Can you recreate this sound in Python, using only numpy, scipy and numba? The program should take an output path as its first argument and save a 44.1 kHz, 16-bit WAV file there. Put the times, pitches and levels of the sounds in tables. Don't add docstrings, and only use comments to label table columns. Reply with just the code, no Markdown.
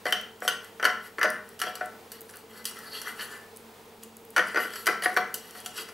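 import sys
import numpy as np
from scipy import signal
from scipy.fft import rfft, irfft
from scipy.io import wavfile
from scipy.ndimage import uniform_filter1d
from numba import njit

SR = 44100
rng = np.random.default_rng(int(sys.argv[2]) if len(sys.argv) > 2 else 0)


def to_wav(sig):
    pcm = np.clip(np.atleast_2d(sig), -1, 1) * 32767
    pcm = np.round(pcm).astype(np.int16)
    wavfile.write(sys.argv[1], SR, pcm.T)


N = 261634

# (frequency [Hz], relative level per Hz [dB])
KITCHEN_SPECTRUM = [(28, -60), (42, -39), (75, -30), (130, -17.5), (180, -10), (330, -12.5), (480, -12),
                    (530, -12.5), (850, -9), (1400, -16.5), (3500, -21), (6000, -25.5), (11000, -26.5),
                    (15700, -27)]
# (frequency [Hz], width [Hz], rms level [dB])
HUM_LINES = [(223.3, 4, -60.5), (432.4, 31, -60), (453, 23, -56)]
# (frequency [Hz], rms level [dB])
STEADY_TONES = [(100, -68.5), (15625, -75)]
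KITCHEN_NOISE_DB, KITCHEN_TOP_HZ = -53, 15750

# (strongest moment [s], length [s], low and body level [dB], treble level [dB])
SCRAPE_PUSHES = [(0.089, 0.055, -40, -43.5), (0.45, 0.071, -42, -48), (0.652, 0.088, -49.5, -55),
                 (1.054, 0.069, -42.5, -52), (1.305, .03, -42, -53), (1.362, .08, -37, -70),
                 (1.49, 0.16, -53.5, -61.5), (1.68, 0.065, -35, -48.5), (1.77, 0.03, -44, -64),
                 (1.837, 0.089, -40, -60), (2.15, 0.068, -51, -54.5), (2.298, 0.026, -52, -56),
                 (2.366, 0.096, -49.5, -55.5), (2.507, 0.036, -49.5, -59), (2.572, 0.1, -45, -53.5),
                 (2.68, 0.041, -45, -41.5), (2.82, 0.31, -43.5, -52.5), (2.962, 0.083, -39, -41.5),
                 (3.079, 0.089, -34, -43), (3.218, 0.092, -36, -41.5), (3.328, 0.13, -40, -50.5),
                 (4.035, 0.031, -61, -53), (4.175, 0.028, -73, -64), (4.35, 0.052, -60, -57.5),
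                 (4.5, 0.11, -40, -48), (4.617, 0.098, -40, -40.5), (4.766, 0.17, -43.5, -46),
                 (5.044, 0.028, -34, -34.5), (5.125, 0.056, -38, -53), (5.48, 0.19, -51, -55),
                 (5.584, 0.072, -46.5, -50), (5.651, 0.022, -58, -50), (5.787, 0.078, -37, -38),
                 (5.894, 0.057, -48, -56)]
SCRAPE_TREBLE_DB = dict(ping=-1.5, clink=-0.5, sheen=-3.5)
SWELL_DB, RISE_SHARE = 10, 0.49
GRIT_DB = -7

# (time [s], body level [dB], low modes [dB], ping modes [dB], brightness [dB])
PLATE_BLOWS = [(0.0547, -18.5, -3, -14.5, -15), (0.0656, -17.5, -13.5, -17, -16),
               (0.1239, -13.5, -12, -1, -7), (0.42, -24, -5, -37, -24), (0.4484, -29, 0, -23, -16),
               (0.478, -14, -13, -0.5, -3.5), (0.7976, -22.5, -7.5, -18, -22),
               (0.827, -14.5, -10.5, -13, -16.5), (0.8427, -14.5, -7, -16, -13),
               (0.8515, -8, -30, -9.5, -11.5), (0.8634, -20, -9.5, -14, -18), (0.8984, -22.5, -10, -9, -27),
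               (1.1838, -18.5, -7.5, -24, -22.5), (1.2129, -13, -20, -18, -20),
               (1.2301, -9.5, -12.5, -13.5, -14), (1.2437, -20, 3, -27, -13), (1.2548, -18, -7, -13, -20),
               (1.5923, -39.5, -6, 2, 4), (1.5999, -31.5, -24, -3, 2), (1.6161, -17, -16.5, -5, -5.5),
               (1.6371, -23.5, -5.5, -32, -23), (1.6671, -27.5, -2, -23, -18), (1.7538, -34, -6, -5, 3),
               (1.8094, -21, -2.5, -35, -29), (2.118, -41, -18, -7, 9), (2.2927, -40, -14, -23, -6),
               (2.3368, -38, -12, -10, -9), (2.643, -50, -22, 4, 8), (2.6538, -35, -23, 7.5, 13),
               (2.7684, -33, -22, -8, -10), (3.0159, -33.5, -26, -4, 3.5), (3.1937, -27, -39, -10, -23),
               (3.209, -31, -32, -2, -9), (4.0293, -48, -11, 1, 2), (4.363, -10, -19, -17, -15),
               (4.368, -15, -7.5, -11, -12), (4.3794, -9, -17, -20, -16.5),
               (4.3925, -13.5, -8.5, -9.5, -19.5), (4.5455, -20, -8, -21, -16.5),
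               (4.5587, -13, -10, -25, -20), (4.572, -11.5, -8, -23.5, -20.5), (4.6527, -26, -7, -35, -14),
               (4.735, -32, -25, -11, -3), (4.7572, -28, -22, -7, -4), (4.8586, -29, -23, -8, 0),
               (4.8677, -13.5, -14, -12, -5), (4.876, -13, -12.5, -14, -19),
               (4.8861, -12.5, -5.5, -27, -27), (5.022, -22, -9.5, -9, -9), (5.0363, -26, -6, -12, -2),
               (5.0576, -11.5, -8, -22, -20), (5.1647, -11.5, -11.5, -30, -17.5),
               (5.1708, -8.5, -11, -16, -18), (5.3419, -33.5, -7.5, 2, 11.5), (5.5504, -36, -7, -11, -13),
               (5.6606, -33, -3.5, 5.5, 5), (5.7786, -33, -32, -15, -1), (5.8875, -35.5, -11, -25, -7.5)]
# (level at brightness 0 [dB], slope [dB per dB])
BRIGHTNESS_LIFT = dict(clink=(-1.8, 0.82), sheen=(2.25, 1.25))
# (frequency [Hz], width [Hz], energy within the group [dB])
PLATE_MODES = dict( low=[(420, 70, -2), (490, 30, -3), (618, 18, 1), (731, 14, 0)], body=[(1148, 18, -8),
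               (1343, 25, -2), (1390, 22, -1), (1490, 28, 1), (1585, 70, -2), (1755, 45, -2),
               (1890, 40, -3), (2009, 28, -7), (2357, 4, -15)], ping=[(2925, 50, -1), (3082, 14, -2),
               (3260, 140, -5)], clink=[(3930, 40, -10), (4440, 80, 0), (4880, 80, 0), (5600, 110, -1),
               (5950, 70, -3), (6260, 70, -5)], sheen=[(7200, 60, -5), (7860, 110, -2), (9250, 110, -5),
               (9480, 110, -2), (10800, 220, 0), (11500, 250, -2), (12100, 200, 0), (14100, 200, -6)])
# (low edge [Hz], high edge [Hz], ring [dB], scrape [dB], scrape tilt [dB per octave])
MODE_GROUPS = dict(low=(309, 833, -2.5, -21, -13), body=(1013, 2331, -4, -7.5, 30.5),
               ping=(2515, 3593, -1, -5.5, 29), clink=(3709, 6700, -1.5, -6, -9.5),
               sheen=(6905, 14500, -2.5, -1, 2))
# (level [dB], decay [s])
CONTACT_NOISE = dict(low=(-15, .015), body=(-14, .009), ping=(-16, .006), clink=(-15, .008),
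                 sheen=(-14, .007))
# (level relative to the blow [dB], time to fall 60 dB [s])
CHATTER_TAILS = dict(low=(-10, 0.5), body=(-14, 0.26), ping=(-19.5, 0.38), clink=(-15, 0.24),
                 sheen=(-17, .12))
BOOM_HZ, BOOM_WIDTH_HZ, BOOM_DB, BOOM_RISE_S, BOOM_FALL_S = 208, 88, -6.5, 0.015, 0.038

# (time [s], peak level [dB], centre frequency [Hz])
CRUST_TICKS = [(0.1082, -30, 11500), (0.2126, -31.5, 10900), (0.405, -37, 9700), (0.645, -38, 9100),
               (1.1767, -47, 11300), (1.1935, -31, 9550), (1.3024, -22.5, 10000), (1.4905, -35, 11600),
               (1.6464, -43, 7330), (1.8587, -35, 9100), (2.208, -29.5, 12300), (2.2163, -32, 12700),
               (2.299, -36, 9250), (2.3104, -35, 9790), (2.358, -34, 12400), (2.3694, -35, 10700),
               (2.577, -39, 9580), (2.7114, -33, 7810), (2.7611, -42, 10600), (2.789, -32, 11100),
               (3.4144, -51, 9230), (3.4635, -46, 8100), (3.5624, -34.5, 8100), (3.5706, -31, 11500),
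               (4.0347, -30.5, 10600), (4.1684, -35, 10100), (4.251, -40, 12100), (4.305, -34, 11600),
               (4.4725, -31.5, 8530), (4.4842, -35, 12000), (4.705, -37, 11000), (5.0963, -34, 11100),
               (5.143, -32, 9100), (5.1576, -41, 9600), (5.509, -34, 9160), (5.6022, -33, 9210),
               (5.6476, -42, 11400)]

CAMERA_TOP_HZ = 16500


def undb(db):
    return 10 ** (np.asarray(db) / 20)


def level(x, db):
    return x * undb(db) / np.sqrt(np.mean(x ** 2))


def band(x, hz, width_hz):
    return signal.lfilter(*signal.iirpeak(hz, hz / width_hz, fs=SR), x)


def ring(x, hz, width_hz):
    radius = np.exp(-np.pi * width_hz / SR)
    angle = 2 * np.pi * hz / SR
    return signal.lfilter([0, radius * np.sin(angle)], [1, -2 * radius * np.cos(angle), radius ** 2], x)


def spikes(times, sizes):
    return np.bincount(np.minimum((times * SR).astype(int), N - 1), sizes, N)


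def walk(rate):
    hold = int(SR / rate)
    steps = np.repeat(rng.standard_normal(N // hold + 1), hold)
    return 0.86 * uniform_filter1d(steps, hold)[:N]


def kitchen():
    hz, db = np.transpose(KITCHEN_SPECTRUM)
    f = np.maximum(np.fft.rfftfreq(N, 1 / SR), 1)
    shape = undb(np.interp(np.log(f), np.log(hz), db)) * (f < KITCHEN_TOP_HZ)
    mid, wide = (irfft(rfft(rng.standard_normal(N)) * shape, N) for _ in range(2))
    side = band(wide, 1550, 4700) * undb(-6.5)
    side += band(wide, 60, 120) * undb(-17)
    side += band(wide, 13000, 9900) * undb(-36)
    noise = level(mid + side * np.array([[1], [-1]]), KITCHEN_NOISE_DB) * undb(1.37 * walk(3.82))
    hum = sum(level(ring(rng.standard_normal(N), f0, width), rms_db) for f0, width, rms_db in HUM_LINES)
    t = np.arange(N) / SR
    hum += sum(level(np.sin(2 * np.pi * f0 * t), rms_db) for f0, rms_db in STEADY_TONES)
    return noise + hum


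def strokes(column):
    out, t = np.zeros(N), np.arange(N) / SR
    for s, length, *db in SCRAPE_PUSHES:
        on = slice(max(int((s - 3 * length) * SR), 0), int((s + 3 * length) * SR))
        before = (s - t[on]) / RISE_SHARE
        after = (t[on] - s) / (1 - RISE_SHARE)
        away = np.maximum(before, after) / length
        out[on] += undb(db[column] - SWELL_DB * away ** 2) ** 2
    return out


def chatter(name, times, blow_db):
    relative_db, t60 = CHATTER_TAILS[name]
    fall = np.exp(-2 * np.log(1000) / (t60 * SR))
    return signal.lfilter([1], [1, -fall], spikes(times, undb(blow_db + relative_db) ** 2))


def group(name, times, blow_db, scrape_power):
    hz, width, db = np.transpose(PLATE_MODES[name])
    low_hz, high_hz, ring_db, rub_db, tilt_db = MODE_GROUPS[name]
    contact_db, contact_s = CONTACT_NOISE[name]

    luck_db = 6.3 * rng.standard_normal((len(times), len(hz)))
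    sign = np.sign(rng.standard_normal(luck_db.shape))
    shares = undb(db) * np.sqrt(width) * undb(luck_db) * sign
    shares *= undb(blow_db + ring_db)[:, None] / np.sqrt(np.sum(shares ** 2, axis=1, keepdims=True))

    grain_db = 2.73 * rng.exponential(size=N) + 2.4 * walk(70)
    grit = level(rng.standard_normal(N) * undb(grain_db), 0)
    grit *= undb(rub_db) * np.sqrt(scrape_power + chatter(name, times, blow_db))

    rub = undb(db + tilt_db * np.log2(hz / low_hz)) * width ** 0.26
    drive = rub * np.sqrt(width * 4 * np.pi / SR / np.sum(rub ** 2))
    rings = np.zeros(N)
    for k in range(len(hz)):
        rubbing = drive[k] * undb(5.53 * walk(12)) * grit
        rings += ring(spikes(times, shares[:, k]) + rubbing, hz[k], width[k])

    fall = np.exp(-1 / (contact_s * SR))
    burst = signal.lfilter([1], [1, -fall], spikes(times, undb(blow_db + contact_db)))
    noise = burst * rng.standard_normal(N) + undb(GRIT_DB) * grit
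    noise *= np.sqrt(SR / 2 / (high_hz - low_hz))
    edges = signal.butter(3, [low_hz, high_hz], "band", fs=SR, output="sos")
    return signal.sosfilt(edges, rings + noise)


def worktop(times, blow_db):
    swell = spikes(times, undb(blow_db + BOOM_DB) ** 2)
    for tau in (BOOM_RISE_S, BOOM_FALL_S):
        swell = signal.lfilter([1], [1, -np.exp(-1 / (tau * SR))], swell)
    noise = np.sqrt(swell / (BOOM_RISE_S * SR)) * rng.standard_normal(N)
    return band(band(noise, BOOM_HZ, BOOM_WIDTH_HZ), BOOM_HZ, BOOM_WIDTH_HZ)


def plate():
    s, db, low, ping, bright = np.transpose(PLATE_BLOWS)
    above_db = dict(ping=ping)
    for name, (at_db, slope) in BRIGHTNESS_LIFT.items():
        above_db[name] = at_db + slope * bright
    body_rub, treble_rub = strokes(column=0), strokes(column=1)
    out = group("low", s, db + low, body_rub) + group("body", s, db, body_rub)
    for name in above_db:
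        out += group(name, s, db + above_db[name], treble_rub * undb(SCRAPE_TREBLE_DB[name]) ** 2)
    return out + worktop(s, db + low)


def crust():
    out, t = np.zeros(N), np.arange(400) / SR
    for s, db, hz in CRUST_TICKS:
        burst = rng.standard_normal(len(t)) * np.exp(-t / 0.0015)
        click = band(band(burst, hz, 6900), hz, 7600)
        i = int(s * SR)
        out[i:i + len(t)] += click * undb(db) / np.abs(click).max()
    return out


def scatter(x):
    for lag in (41, 67, 113, 197):
        a = np.zeros(lag + 1)
        a[0], a[-1] = 1, -.6
        x = signal.lfilter(a[::-1], a, x)
    return x


@njit
def walls(x, lags, gain, damp):
    line, soft, out = np.zeros((8, 4096)), np.zeros(8), np.zeros((2, len(x)))
    for i in range(len(x)):
        total = 0.
        for k in range(8):
            echo = gain[k] * line[k, (i - lags[k]) & 4095]
            soft[k] += (1 - damp) * (echo - soft[k])
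            total += soft[k]
            out[k % 2, i] += soft[k]
        for k in range(8):
            line[k, i & 4095] = x[i] + soft[k] - total / 4
    return out


def scene():
    near = plate() + crust()
    lags = np.array([487, 613, 797, 971, 1163, 1399, 1637, 1889])
    early = scatter(near)
    left, right = walls(early + 1e-18, lags, undb(-60 * lags / SR / 0.37), 0.26)
    mid = near + undb(-13) * early + undb(-15.5) * (left + right)
    side = 0.11 * band(mid, 1300, 1900) + undb(-22) * early
    side += undb(-29.0) * band(left - right, 3800, 3800) + undb(-30.5) * (left - right)
    return mid + side * np.array([[1], [-1]]) + kitchen()


def record(dry):
    return signal.sosfilt(signal.ellip(10, .2, 80, CAMERA_TOP_HZ, fs=SR, output="sos"), dry)


dry = scene()
out = record(dry)
to_wav(out)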